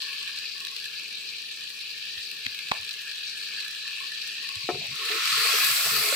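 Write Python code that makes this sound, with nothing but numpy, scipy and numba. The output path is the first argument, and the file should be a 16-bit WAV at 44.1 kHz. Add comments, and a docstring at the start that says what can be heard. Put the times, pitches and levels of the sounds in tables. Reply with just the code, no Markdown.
"""Meat sizzles in hot fat in a deep clay pot: random bubble bursts drive noise through the pot's air resonances,
with single spits, thin cracks and a low gurgle on top. Hands dust spice off above it in slaps of damped sines and puffs.
A wooden spoon then knocks the clay (ringing modes), scrapes it (swept noise) and rocks the pot, and the fat flares up
on the bared floor. Filtered noise makes the quiet kitchen; all of it is heard by a phone with two microphones."""
import sys
import numpy as np
from scipy import signal
from scipy.fft import rfft, irfft, next_fast_len
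from scipy.io import wavfile
from scipy.ndimage import uniform_filter1d
from numba import njit

SR = 44100
rng = np.random.default_rng(int(sys.argv[2]) if len(sys.argv) > 2 else 0)


def generate_wav(signal):
    """Clip the signal to [-1, 1] and save it as 16-bit WAV at the path in sys.argv[1]."""
    frames = np.transpose(np.atleast_2d(signal))
    scaled = np.clip(frames, -1, 1) * 32767
    pcm = np.round(scaled).astype(np.int16)
    wavfile.write(sys.argv[1], SR, pcm)


def field_ratio(decibels):
    """Amplitude ratio for a level in dB (20 dB per decade); scalars and array-likes work."""
    return 10 ** (np.asarray(decibels, dtype=float) / 20)


N = 271215
T = np.arange(N) / SR


def curves(table):
    """Columns of a table against its first one, time, as one value a sample."""
    s, *columns = np.transpose(table)
    return [np.interp(T, s, c) for c in columns]


def unit(x):
    """Scaled to rms 1."""
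    return x / np.sqrt(np.mean(x ** 2))


def pan(db):
    """Left and right gains for a left minus right level difference."""
    return field_ratio(np.array([db, -db]).reshape(2, -1) / 2)


def above(x, hz):
    """Steep high-pass."""
    return signal.sosfilt(signal.butter(4, hz, "highpass", fs=SR, output="sos"), x)


def ring(x, hz, width):
    """A resonance applied twice, so the valleys beside it stay dark."""
    b, a = signal.iirpeak(hz, hz / width, SR)
    return signal.lfilter(b, a, signal.lfilter(b, a, x))


@njit
def sweep(x, hz, width):
    """State-variable band-pass whose centre moves."""
    y, band, low = np.empty(len(x)), 0., 0.
    for i in range(len(x)):
        g = np.tan(np.pi * hz[i] / SR)
        k = width / hz[i]
        v = (band + g * (x[i] - low)) / (1 + g * (g + k))
        band = 2 * v - band
        low = low + 2 * g * v
        y[i] = k * v
    return y


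def walk(rate):
    """Random levels held 1 / rate s and slewed twice; spread 1."""
    k = int(SR / rate)
    held = np.repeat(rng.standard_normal(N // k + 1), k)
    return unit(uniform_filter1d(uniform_filter1d(held, k), k)[:N])


def fade(power, ms):
    """Each spike of power dies away exponentially, by a factor e in ms."""
    return signal.lfilter([1], [1, -np.exp(-1000 / (ms * SR))], power)


def bursts(rate, spread_db, ms):
    """Power of bubbles bursting at random, rate a second, many small and a few large; mean 1."""
    when, size = rng.random(N), rng.exponential(size=N)
    strength = field_ratio(np.minimum(spread_db * size, 17)) ** 2
    power = fade((when < rate / SR) * strength, ms)
    return power / power.mean()


def decay(s, hz, t60):
    """A damped sine from time s that builds up over its first cycle."""
    t = np.clip(T - s, 0, None)
    return np.sin(2 * np.pi * hz * t) * (1 - np.exp(-2 * hz * t)) * np.exp(-np.log(1000) * t / t60)


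def swells(table):
    """Amplitude of sounds that rise, hold for their length and die away."""
    attack_s, release_db_per_s = 0.0075, 400
    power = 0
    for s, length, db, *_ in table:
        rise = np.clip((T - s) / attack_s, 0, 1)
        fall_db = release_db_per_s * np.clip(T - s - length, 0, 1)
        power = power + (rise * field_ratio(db - fall_db)) ** 2
    return np.sqrt(power)


# Air resonances of pot and phone. Each row: centre in Hz, width of one pass in Hz, gain in dB for the simmer,
# gain in dB for the flare, left minus right in dB, likeness of the two microphones from 0 to 1.
POT_AIR = [(1325, 290, -19, 0.5, -1.5, 0.53), (1745, 191, 3, 1, -2, 0.75), (2090, 550, -10.5, 0, -8, 0.37),
           (2500, 544, 1, 1.5, 3, 0.7), (2820, 1310, -2, -2, 2.5, 0), (3367, 300, -7, -1.5, -9, 0),
           (3940, 690, 1, 1.5, 0.5, 0), (4458, 850, -1, -0.5, 9, 0.24), (5394, 1570, -11, -4.5, 3.5, 0.11),
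           (6630, 1700, -20, -10.5, -2, 0.08), (7910, 2270, -17.5, -5, -8.5, 0),
           (10380, 2270, -24.5, -10.5, 12.5, 0), (12650, 5300, -25, -8.5, 3.5, 0),
           (14670, 3100, -23, -5, 4.5, 0)]
# Steady frying; the deep note fades once the spoon is lifted. Each row: time in seconds, level in dB,
# deep pot note in dB (added to the resonances under 1900 Hz).
SIMMER = [(0, -39, -5), (.5, -41, -1), (1.1, -41.5, -8.5), (1.7, -42, -3.5), (2.3, -41, -3),
          (2.9, -41.5, -2.5), (3.6, -39.5, -1.5), (4.4, -39.5, 1), (4.7, -39, -16), (4.95, -39.5, -12)]


def frying():
    """Bursting bubbles excite the air of the pot; each resonance hears broad cracks and bubbles of its own."""
    simmer_db, deep_db = curves(SIMMER)
    deep_db = deep_db + 2.27 * walk(6.96)
    # hands over the pot shade the treble from the right microphone, then move off
    hands_off_s = 3.2
    shade_db = np.interp(T, [hands_off_s - 0.15, hands_off_s + 0.14], [4.5, 0.5])
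    spray_db, coarse_db = flare()
    broad = bursts(rate=150, spread_db=3.2, ms=1.2)
    thin = fade(cracks(), 0.61)
    s, spit_db, spit_hz, spit_pan = spits(np.maximum(simmer_db, coarse_db))
    out = 0
    for hz, width, calm_db, hot_db, pan_db, like in POT_AIR:
        treble = np.clip(np.log2(hz / 4830), 0, 1)
        share = 0.15 + 0.21 * treble
        grain = share * broad + (1 - share) * bursts(rate=900, spread_db=1, ms=3.3)
        calm = field_ratio(simmer_db + calm_db + (hz < 1900) * deep_db + 1.47 * walk(27.996)) ** 2 * grain
        # the flare is so dense that its grains partly merge into hiss
        flare_db = treble * spray_db + (1 - treble) * coarse_db
        hot = field_ratio(flare_db + hot_db + 1.62 * walk(12)) ** 2 * (0.42 + 0.35 * grain)
        # a spit is loudest in the resonances near its pitch
        near_db = np.maximum(-14 * np.log2(hz / spit_hz) ** 2, -12)
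        spit = np.zeros((2, N))
        spit[:, (s * SR).astype(int)] = (field_ratio(spit_db + calm_db + near_db) * pan(spit_pan)) ** 2
        power = (calm + hot) * pan(pan_db + treble * shade_db) ** 2 + fade(spit, 3.85)
        power = power + treble * thin * (field_ratio(calm_db) * pan(pan_db)) ** 2
        both, left, right = rng.standard_normal((3, N))
        noise = np.sqrt(like) * both + np.sqrt(1 - like) * np.array([left, right])
        # food and spoon shift a little, so every resonance wavers
        centre_hz = hz + 30 * walk(7)
        rung = [sweep(sweep(x, centre_hz, width), centre_hz, width) for x in noise * np.sqrt(power)]
        out = out + np.array(rung) * np.sqrt(SR / 1500)
    return floor_echo(out)


def floor_echo(sizzle):
    """The echo from the pot floor thins two neighbouring wavering bands, ever less from 4.2 to 4.9 s."""
    depth = np.clip(5.1 - T, 0.2, 0.9)
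    for hz in (1960, 2110):
        notch_hz = hz * (1 + 0.047 * walk(25.05))
        sizzle = sizzle - depth * np.array([sweep(x, notch_hz, 295.0) for x in sizzle])
    return sizzle


# Colour of the room noise. Each row: frequency in Hz, relative density in dB per Hz.
KITCHEN_COLOUR = [(12, -53), (20, -29), (69, -12), (136, -2.5), (237, -3), (270, -6), (303, -4.5),
                  (406, -1.5), (448, 3.5), (495, -6.5), (892, -14), (1000, -21), (1300, -40), (2200, -120)]
# Its balance. Each row: frequency in Hz, left minus right in dB.
KITCHEN_PAN = [(40, 3), (150, -1.5), (430, 3.5), (600, -4.5), (800, -7)]


def kitchen():
    """Low room noise and burner roar, nearly the same on both microphones in the bass."""
    size = next_fast_len(N)
    hz = np.maximum(np.fft.rfftfreq(size, 1 / SR), 1)
    colour_db, pan_db = (np.interp(np.log(hz), np.log(np.array(t)[:, 0]), np.array(t)[:, 1])
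                         for t in (KITCHEN_COLOUR, KITCHEN_PAN))
    both, left, right = rfft(rng.standard_normal((3, size)), axis=1)
    apart = np.clip(hz / 610, 0.3, 3)
    air = (both + apart * np.array([left, right])) / np.sqrt(1 + apart ** 2)
    roar = irfft(air * field_ratio(colour_db) * pan(pan_db), size)[:, :N]
    return unit(roar) * field_ratio(-64 + 0.99 * walk(5.22))


# Runs of large bubbles under the spoon bowl. Each row: start in seconds, length in seconds, level in dB.
GURGLES = [(.02, 0.31, -57), (.55, 0.2, -56.5), (3.84, 0.069, -57.5), (4.0, 0.054, -51.5), (4.42, 0.2, -55)]


def gurgle():
    """Large bubbles ring one low hollow of the pot, heard somewhat more on the right."""
    bubbles = rng.standard_normal((2, N)) * np.sqrt(bursts(rate=150, spread_db=3, ms=5))
    idle = field_ratio(-69.5)
    under_flare = field_ratio(flare()[1] - 10.5)  # follows the coarse sizzle
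    return unit(ring(bubbles, 1098.5, 68)) * (idle + swells(GURGLES) + under_flare) * pan(-5)


# Single spits of fat. Each row: time in seconds, level in dB before the pot's air, pitch in Hz,
# left minus right in dB.
SPITS = [(0.2753, -29.5, 2500, -2), (.29, -34, 1600, -6), (.3735, -33.5, 4060, -2), (0.682, -36, 4380, 12),
         (1.289, -35, 4500, 11), (2.1784, -31.5, 2400, 7), (2.6683, -33.5, 2500, 0), (2.909, -30, 4450, 5),
         (2.9886, -35, 4270, 6), (3.6022, -33, 4350, -5), (4.2163, -30.5, 4350, 0),
         (4.366, -33.5, 2530, -4), (5.0842, -28, 2550, -3), (5.1134, -22, 1880, -4)]


def spits(frying_db):
    """Single spits of fat, and 24 more at random times whose level follows the frying."""
    count = 24
    at = rng.integers(0, N, count)
    level_db = frying_db[at] - 1.5 + 6 * (rng.random(count) - 0.5)
    pitch_hz = rng.choice([2500, 4340], count)
    pan_db = 3 + 14 * (rng.random(count) - 0.5)
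    return np.hstack([np.transpose(SPITS), [at / SR, level_db, pitch_hz, pan_db]])


# Thin treble cracks: spraying fat, and the sharp edge of the two hand slaps at 2.465 and 2.7176 s.
# Each row: time in seconds, level in dB before the pot's air.
CRACKS = [(.3711, -27), (1.034, -27), (1.4194, -26), (1.695, -25), (2.465, -24), (2.7176, -18.5),
          (2.831, -33), (2.9307, -23), (3.018, -23.5), (3.6026, -27), (3.7105, -22), (4.276, -19.5),
          (4.8688, -25), (4.9561, -22), (5.0529, -19)]


def cracks():
    """Single spikes of power for thin treble cracks: 16 at random times and the listed ones."""
    count, power = 16, np.zeros(N)
    random_db = -37.5 + 9.7 * (rng.random(count) + 0.5)
    power[rng.integers(0, N, count)] = field_ratio(random_db) ** 2
    s, db = np.transpose(CRACKS)
    power[(s * SR).astype(int)] = field_ratio(db) ** 2
    return power


# Palms and fingers meeting. 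Each row: time in seconds, skin level in dB, hollow level in dB.
SLAPS = [(2.4622, -19, -51), (2.465, -8.5, -39), (2.7146, -9.5, -23), (2.7154, -11, -14.5),
         (2.7181, -9, -3.5)]
# Modes of the skin. Each row: pitch in Hz, relative level in dB, t60 in ms, left minus right in dB.
PALMS = [(2020, -9, 6.4, -14.5), (2600, -4, 7.2, 3), (3200, -6.5, 8.4, 3), (3870, -7, 5.5, 10)]
# Dull puffs of air, most of them on the right. Each row: start in seconds, level in dB, pitch in Hz, t60 in ms,
# left minus right in dB.
PUFFS = [(2.17, -48, 80, 62, -22), (2.458, -45, 98.5, 100, -19), (2.463, -41, 237, 47, -18),
         (2.7128, -21, 182, 15, -20), (2.79, -52, 86.5, 200, -19), (4.562, -36.5, 101, 90, -8),
         (4.639, -39, 141, 82, -0.5)]


def hands():
    """Slaps of cupped palms with a short hollow echo from pot and kitchen, and the air they push."""
    lag = np.array([[0.00025], [0]])  # seconds; the left microphone is further from the hands
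    skin, hollow, puffs = 0, 0, 0
    for s, skin_db, hollow_db in SLAPS:
        for hz, mode_db, ms, pan_db in PALMS:
            skin = skin + field_ratio(skin_db + mode_db) * pan(pan_db) * decay(s + lag, hz, ms / 1000)
        # air between the palms
        hollow = hollow + field_ratio(hollow_db) * pan(-7.5) * decay(s + lag, 970, 6.9 / 1000)
    slaps = above(skin, 1500) + hollow
    t = T[:SR // 4]
    echo = rng.standard_normal((2, len(t))) * np.exp(-(t / 0.055) ** 2) * (t > 0.004)
    tail = signal.fftconvolve(ring(slaps, 650, 900), echo, axes=1)[:, :N]
    for s, db, hz, ms, pan_db in PUFFS:
        puffs = puffs + field_ratio(db) * pan(pan_db) * decay(s, hz, ms / 1000)
    return above(slaps + field_ratio(-41) * tail, 370) + puffs


# Modes of the pot wall. Each row: pitch in Hz, relative level in dB, t60 in seconds.
CLAY = [(369.6, -5, 0.13), (457, -0.5, 0.058), (545, -12.5, 0.12), (718, -2, 0.16), (920, -32, 0.03),
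        (1106, -17, 0.17), (1300, -2, 0.04), (1836, -3, 0.045), (2340, -1, .045), (2860, -4, .045)]


def clay(force):
    """The pot wall rings with its modes."""
    t = T[:SR // 2]
    body = sum(field_ratio(db) * np.sin(2 * np.pi * hz * t) * np.exp(-np.log(1000) * t / t60) for hz, db, t60 in CLAY)
    return signal.fftconvolve(force, body[None], axes=1)[:, :N]


# Spoon on clay. Each row: time in seconds, push on the clay in dB, contact in ms, spoon level in dB,
# left minus right in dB.
KNOCKS = [(4.6894, -23, 0.2, -36, 3), (4.701, -32.5, 0.24, -36, 13), (4.745, -39, 0.52, -50, 5),
          (5.102, -47, 0.31, -52, -10), (6.1246, -48, 0.22, -18, 2)]
# Modes of the wooden spoon. Each row: pitch in Hz, relative level in dB, t60 in seconds.
SPOON = [(555, -2, 0.035), (1420, 1, 0.015)]


def knocks():
    """Short pushes ring clay and spoon over a dull thud of noise."""
    force, wood, blows = 0, 0, np.zeros((2, N))
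    for s, db, ms, wood_db, pan_db in KNOCKS:
        push = np.exp(-((T - s) * 2000 / ms) ** 2)
        force = force + field_ratio(db) * pan(pan_db) * push / push.sum()
        blows[:, int(s * SR)] = (field_ratio(db) * pan(pan_db))[:, 0] ** 2
        for hz, mode_db, t60 in SPOON:
            wood = wood + pan(pan_db) * field_ratio(wood_db + mode_db) * decay(s, hz, t60)
    thud = field_ratio(11.5) * ring(rng.standard_normal(N) * np.sqrt(fade(blows, 5.6)), 540, 830)
    return above(clay(force) + wood + thud, 270)


# Strokes of the spoon along the clay. Each row: start in seconds, length in seconds, level in dB, hum pitch in Hz.
STROKES = [(4.712, 0.059, -43, 405), (4.99, 0.082, -49.5, 438), (5.097, 0.083, -41.5, 414),
           (5.369, .11, -47, 445), (5.534, 0.033, -40.5, 460), (5.6, .09, -52.5, 353),
           (5.803, .08, -53.5, 435), (5.914, 0.24, -44.5, 433)]
# Gritty rasps of the spoon's edge. 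Each row: start in seconds, length in seconds, level in dB.
RASPS = [(4.8, 0.053, -55), (5.45, .08, -47.5), (5.56, 0.14, -52), (5.73, 0.18, -49), (5.97, 0.34, -49)]


def drag():
    """The spoon slips along the clay in bursts of noise that hum in the pot's hollow under a gritty rasp."""
    start, length, _, hz = np.transpose(STROKES)
    hum_hz = np.interp(T, start + length / 2, hz)
    slips = rng.standard_normal((3, N)) * np.sqrt(bursts(rate=130, spread_db=1, ms=13))
    slips = slips[0] + 0.92 * slips[1:]  # shared part and each microphone's own
    hum = np.array([sweep(sweep(x, hum_hz, 86.0), hum_hz, 91.0) for x in above(slips, 190)])
    rasp = ring(slips, 665, 330)
    return unit(hum) * swells(STROKES) * pan(4.2) + unit(rasp) * swells(RASPS) * pan(-11)


# The pot rocking on the stove. Each row: start in seconds, length in seconds, level in dB.
ROCKS = [(4.72, 0.1, -46), (4.88, 0.06, -51), (5.32, .08, -58), (5.63, 0.089, -57), (5.85, .04, -54),
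         (5.91, 0.095, -49)]


def rocking():
    """The pot rumbles on the stove: low resonant noise, much alike on both microphones."""
    shake = rng.standard_normal((3, N))
    rumble = ring(shake[0] + 0.22 * shake[1:], 136, 99)
    return unit(rumble) * swells(ROCKS) * pan(-0.51)


# Fat flaring on bare clay. Each row: time in seconds, fine spray in dB, coarse sizzle in dB.
FLARE = [(4.9, -59.5, -51), (5.06, -44, -39), (5.2, -40.5, -34), (5.34, -35.5, -30.5), (5.48, -32.5, -29.5),
         (5.63, -28.5, -30), (5.76, -28, -33), (5.95, -31, -33), (6.15, -32, -33.5)]


def flare():
    """Spray and sizzle levels in dB, practically silent before the spoon bares the clay."""
    return [np.where(T < FLARE[0][0], -120, db) for db in curves(FLARE)]


def scene():
    """All sources at the two microphones; bubbles are too small for bass, blows lose their deepest bass."""
    fat = above(frying() + gurgle(), 760)
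    blows = above(hands() + knocks() + drag() + rocking(), 33)
    return fat + blows + kitchen()


def roll_off(x):
    """The treble ends steeply here."""
    return signal.sosfilt(signal.butter(12, 15730, fs=SR, output="sos"), x)


def record(dry):
    """The finished mix as the phone stores it."""
    return roll_off(dry)


dry = scene()
out = record(dry)
generate_wav(out)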